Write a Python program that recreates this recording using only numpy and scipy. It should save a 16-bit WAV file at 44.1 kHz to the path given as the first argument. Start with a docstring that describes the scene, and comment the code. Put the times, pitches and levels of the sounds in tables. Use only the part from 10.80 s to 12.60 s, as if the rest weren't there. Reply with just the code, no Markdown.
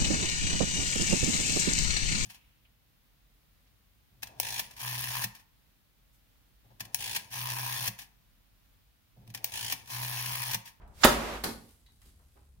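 """A brief hiss, a crack and a pop: a compressed-air confetti cannon goes off in a small shop,
just right of the microphone. The seal cracks, the charge leaves the tube and sets it ringing,
and air rushes out for a third of a second. Something from the charge smacks a far surface;
then paper flutters down among a few faint taps, over low room rumble and handling noise."""
import sys
import numpy as np
from scipy import signal
from scipy.fft import rfft, irfft
from scipy.io import wavfile
from scipy.ndimage import uniform_filter1d

SR = 44100
rng = np.random.default_rng(int(sys.argv[2]) if len(sys.argv) > 2 else 0)


def unload_audio(sound):
    """Save the sound as a 16-bit wav file, at the path given as the first command line argument."""
    columns = np.transpose(np.atleast_2d(sound))
    # keep every value between -1 and 1, then stretch to whole-number steps
    steps = np.round(np.clip(columns, -1, 1) * 32767)
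    wavfile.write(sys.argv[1], SR, steps.astype(np.int16))


N = 79380
T, HZ = np.arange(N) / SR, np.fft.rfftfreq(N, 1 / SR)
CRACK_S, POP_S = .2335, .2442

# Left-right likeness of diffuse sound at the microphone: frequency_hz, coherence
DIFFUSE = [(60, .9), (130, 1), (290, 0.6), (640, .4), (1400, .05), (15000, .03)]


def amp(db):
    """Decibels to gain."""
    return 10 ** (np.asarray(db) / 20)


def unit(x):
    """Scales to rms 1."""
    return x / np.sqrt(np.mean(x ** 2) + 1e-20)


def at_hz(points, hz):
    """Reads a table on a log-frequency axis."""
    f, value = np.transpose(points)
    return np.interp(np.log(hz + 1), np.log(f + 1), value)


def fader(points):
    """Gain over time from rows of time_s, level_db."""
    return amp(np.interp(T, *np.transpose(points)))


def pan(right_db):
    """Channel gains with the right side louder by right_db."""
    return unit(amp([[-right_db / 2], [right_db / 2]]))


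def colour(x, spectrum, coherence=DIFFUSE):
    """Makes two unrelated signals partly alike and filters them, at rms 1."""
    left, other = rfft(x)
    alike = np.clip(at_hz(coherence, HZ), -1, 1)
    right = alike * left + np.sqrt(1 - alike ** 2) * other
    return unit(irfft(np.array([left, right]) * amp(at_hz(spectrum, HZ)), N))


def noise(spectrum, coherence=DIFFUSE):
    """Stereo noise coloured by rows of frequency_hz, relative_db."""
    return colour(rng.standard_normal((2, N)), spectrum, coherence)


def burst(start, spectrum, attack, hold, t60, db, coherence=DIFFUSE):
    """A puff of noise that rises, holds and dies away."""
    t = T - start
    envelope = np.clip(t / attack, 0, 1) * amp(-60 * np.maximum(t - attack - hold, 0) / t60)
    return amp(db) * unit(noise(spectrum, coherence) * envelope) * np.sqrt(np.mean(envelope ** 2))


def ring(start, modes, rise_s):
    """Resonances that build up, then decay."""
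    t = np.maximum(T - start, 0)
    decay_s = np.maximum(t - rise_s, 0)
    tones = sum(amp(db - 60 * decay_s / t60) * np.sin(2 * np.pi * hz * t) for hz, db, t60 in modes)
    return np.minimum(t / rise_s, 1) ** 2 * tones


def shop(x, wet_db, paths=2):
    """Adds the shop's diffuse tail over echo paths, each band dying at its own speed."""
    # Reverberation time: frequency_hz, t60_s
    decay = [(60, .5), (250, .52), (800, .43), (2500, 0.36), (5000, .35), (10000, 0.37), (16000, .27)]
    gap_s, scatter_hz = .008, 25
    feed = (x * np.ones((2, 1))).sum(0) / np.sqrt(2)
    wet = 0
    for k in range(paths):
        hz, t, bands = signal.stft(noise([(20, 0), (20000, 0)]), SR, nperseg=256)
        bands = bands * amp(-60 * t / at_hz(decay, hz)[:, None])
        tail = signal.istft(bands, SR, nperseg=256)[1][:, :N] * np.clip(T / gap_s - .5, 0, 1)
        tail = tail[:, :SR] / np.linalg.norm(tail[0])
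        # The first path is fed steadily; the feed to the next one swings.
        share = unit(np.cos(2 * np.pi * k * scatter_hz * T)) / np.sqrt(paths)
        wet = wet + signal.fftconvolve((feed * share)[None], tail, axes=1)[:, :N]
    return x + amp(wet_db) * wet


def room_tone():
    """The shop's low rumble, its level wavering slightly."""
    # Rumble colour: frequency_hz, relative_db
    spectrum = [(10, -40), (28, -20), (50, 0), (72, 2), (110, -10), (250, -21), (500, -29), (1500, -36),
                (4000, -45), (15000, -46)]
    swell = unit(uniform_filter1d(uniform_filter1d(rng.standard_normal(N), 3000), 2000))
    return noise(spectrum) * amp(-65 + 1.1 * swell)


def handling():
    """Rumble of the hand-held microphone, with dull knocks and scuffs."""
    # Rumble at the microphone: time_s, level_db
    rumble_level = [(0, -51), (.2, -53), (.6, -57), (.8, -64), (1, -78), (1.3, -58), (1.5, -66),
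                    (1.68, -73), (1.78, -57)]
    # Knocks and scuffs: start_s, level_db, t60_s, centre_hz
    bumps = [(0, -60, 0.62, 900), (0.011, -65, 0.13, 1800), (1.079, -74, .1, 900), (1.215, -69, .08, 1900),
             (1.255, -66, 0.097, 250), (1.39, -71, .15, 1100), (1.553, -65, 0.12, 500),
             (1.565, -65, 0.058, 1200)]
    knocks = 0
    for start, db, t60, hz in bumps:
        spectrum = [(hz / 8, -14), (hz / 2, -4), (hz, 0), (hz * 2, -13), (hz * 8, -42)]
        knocks += burst(start, spectrum, .006, .008, t60, db)
    rumble = noise([(10, -35), (25, -8), (55, 0), (100, -13), (250, -28.5), (1000, -54), (4000, -70)])
    return rumble * fader(rumble_level) + shop(knocks, wet_db=-3.5)


def confetti():
    """Many tiny paper clicks merge into a rustle, with a few separate ticks."""
    # Paper colour: frequency_hz, relative_db
    paper = [(300, -12), (1000, -3), (2000, -1), (4000, 0.5), (6500, -3), (9000, 1), (14000, -.5),
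             (16000, -7)]
    # Rustle: time_s, level_db
    rustle_level = [(.1, -88), (.6, -64), (.88, -67), (1.02, -75), (1.18, -74.5), (1.27, -69), (1.34, -74),
                    (1.6, -74.5), (1.8, -80)]
    # Faint ticks, one before the shot, the rest as paper lands: start_s, level_db, t60_s
    tick_times = [(.076, -67, 0.035), (.89, -60, .05), (1.119, -67, 0.036), (1.216, -60, .05),
                  (1.255, -64, .1)]
    flakes_per_s, spread_db = 2500, 3
    size = amp(spread_db * np.minimum(rng.exponential(1, (2, N)), 4))
    flakes = size * rng.standard_normal((2, N)) * (rng.random((2, N)) < flakes_per_s / SR)
    ticks = sum(burst(start, paper, .001, .002, t60, db) for start, db, t60 in tick_times)
    return colour(flakes, paper) * fader(rustle_level) + ticks


def clink(start_s=1.06):
    """One light contact: a tick and a short, high ring."""
    # Ring: pitch_hz, level_db, t60_s
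    modes = [(2050, -68, .05), (3900, -65, .16), (4298, -70, .03)]
    # Contact noise: frequency_hz, relative_db
    tick = [(1000, -25), (2000, 0), (2700, -7), (4200, 1), (5500, -12), (14000, -16)]
    return ring(start_s, modes, rise_s=.004) + burst(start_s, tick, .004, .004, t60=.06, db=-64)


def far_smack(start_s=.6355):
    """Part of the charge slaps a surface across the shop, with a thud and hum under it."""
    # Colours of the impact: frequency_hz, relative_db
    slap_colour = [(100, -12), (250, -2), (450, -.5), (800, 1.5), (2000, -1.5), (3000, -6.5), (4400, -4),
                   (6500, -11), (9500, -8), (14000, -9), (16000, -19)]
    snap_colour = [(1000, -20), (3200, -12), (4000, -1), (4700, 0), (5800, -14), (9000, -12), (14000, -11),
                   (16000, -18)]
    thud_colour = [(30, -15), (85, 3), (140, -5), (240, -4), (420, -6), (1000, -22), (4000, -44)]
    # Their envelopes: attack_s, hold_s, t60_s, level_db
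    slap_shape = (.005, .007, .06, -30.7)
    snap_shape = (.001, .004, .02, -30)
    thud_shape = (.012, .014, 0.1224, -38)
    # Resonances set off by the smack: pitch_hz, level_db, t60_s
    hum_modes = [(224, -45, .5), (378, -50, .45)]
    slap = shop(burst(start_s, slap_colour, *slap_shape), wet_db=-2)
    snap = shop(burst(start_s + .003, snap_colour, *snap_shape), wet_db=-5)
    thud = shop(burst(start_s, thud_colour, *thud_shape), wet_db=-4.5, paths=1)
    hum = ring(start_s, hum_modes, rise_s=.05)
    return slap + snap + (thud + hum) * pan(right_db=3)


def escaping_air():
    """A hiss swells just before the shot; the cylinder then empties in a turbulent jet."""
    # Colours of the air: frequency_hz, relative_db
    hiss_colour = [(100, -10), (700, 0), (2000, -1), (4500, -2.5), (9000, -5), (16000, -10.5)]
    jet_colour = [(24, -28), (45, -5), (104, -17), (231, -7), (433, -7.5), (1000, -8.5), (2260, -14.5),
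                  (5000, -23.5), (9940, -31), (14500, -32), (16000, -48)]
    # Strength of each flow: time_s, level_db
    hiss_level = [(.1, -84), (.15, -66), (.205, -52), (.218, -43), (.232, -38), (.245, -50)]
    jet_level = [(.24, -55), (.27, -30), (.33, -31.5), (.39, -35.5), (.48, -36.5), (.56, -39), (.61, -47),
                 (.7, -64), (.8, -88)]
    hiss = noise(hiss_colour) * fader(hiss_level) * (T < POP_S)
    jet = noise(jet_colour) * fader(jet_level) * (T > CRACK_S)
    return hiss * pan(right_db=3) + jet * pan(right_db=1.5)


def air_push(centre_s=.263, pitch_hz=48, width_s=.014):
    """The charge shoves the air aside in one low pressure swing."""
    t = T - centre_s
    return -amp(-24) * np.sin(2 * np.pi * pitch_hz * t) * np.exp(-(t / width_s) ** 2)


def cannon():
    """Right of the microphone the seal cracks; the charge pops out and rings the tube."""
    # Colours of the seal's crack, the pop and its low body: frequency_hz, relative_db
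    crack_colour = [(100, -30), (500, -12), (1050, 0), (1500, -2), (1950, -1), (2600, -5), (4200, -5),
                    (7500, -14), (9000, -40), (16000, -45)]
    pop_colour = [(100, -15), (600, -1), (1900, -1), (2600, -3), (4300, -4), (5300, -11), (8500, -8),
                  (13500, -7.5), (16000, -13)]
    body_colour = [(30, -16), (90, -19), (130, -21), (220, -7), (450, 1), (750, .5), (1050, 0), (1700, -14),
                   (5000, -40)]
    # Their envelopes: attack_s, hold_s, t60_s, level_db
    crack_shape = (.005, 0.0045, .022, -11.5)
    pop_shape = (0, 0.0081, 0.0551, -16.5)
    body_shape = (0.0036, .007, .027, -13.3)
    # Left-right likeness of sound straight from the muzzle: frequency_hz, coherence
    direct = [(100, 0.96), (600, .8), (1500, 0.6), (5000, .4), (9000, .9), (15000, 0.94)]
    # The tube's ring and the low resonances that hum on: pitch_hz, level_db, t60_s
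    tube_modes = [(238, -14.5, .05), (360, -18, .05), (540, -23, .07), (638, -24, .08), (1250, -29, .12),
                  (1880, -24, .13), (3562, -28, .11)]
    hum_modes = [(53, -37, 1.4), (154, -41, .95), (231, -36.5, 1.0), (363, -45, .85)]
    crack = burst(CRACK_S, crack_colour, *crack_shape) * pan(right_db=11)
    pop = burst(POP_S, pop_colour, *pop_shape, direct) * pan(right_db=1)
    body = burst(POP_S + .002, body_colour, *body_shape, direct) * pan(right_db=2)
    tube = ring(.2425, tube_modes, rise_s=.009) * pan(right_db=1.5)
    hum = ring(POP_S, hum_modes, rise_s=.05) * pan(right_db=2.5)
    return shop(crack + pop + body, wet_db=-7) + shop(tube, wet_db=-17, paths=1) + hum


def scene():
    """The shot and its aftermath over the sound of the shop."""
    shot = cannon() + air_push() + escaping_air()
    small_sounds = shop(confetti() + clink(), wet_db=-1)
    return shot + far_smack() + small_sounds + room_tone() + handling()


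def record(dry):
    """Rounds off the peaks, then cuts the highest treble."""
    ceiling, cutoff_hz = .9, 16100
    clipped = dry / (1 + (abs(dry) / ceiling) ** 6) ** (1 / 6)
    lowpass = signal.firwin(511, cutoff_hz, window=("kaiser", 9), fs=SR)
    return signal.oaconvolve(clipped, lowpass[None], "same")


dry = scene()
out = record(dry)
unload_audio(out)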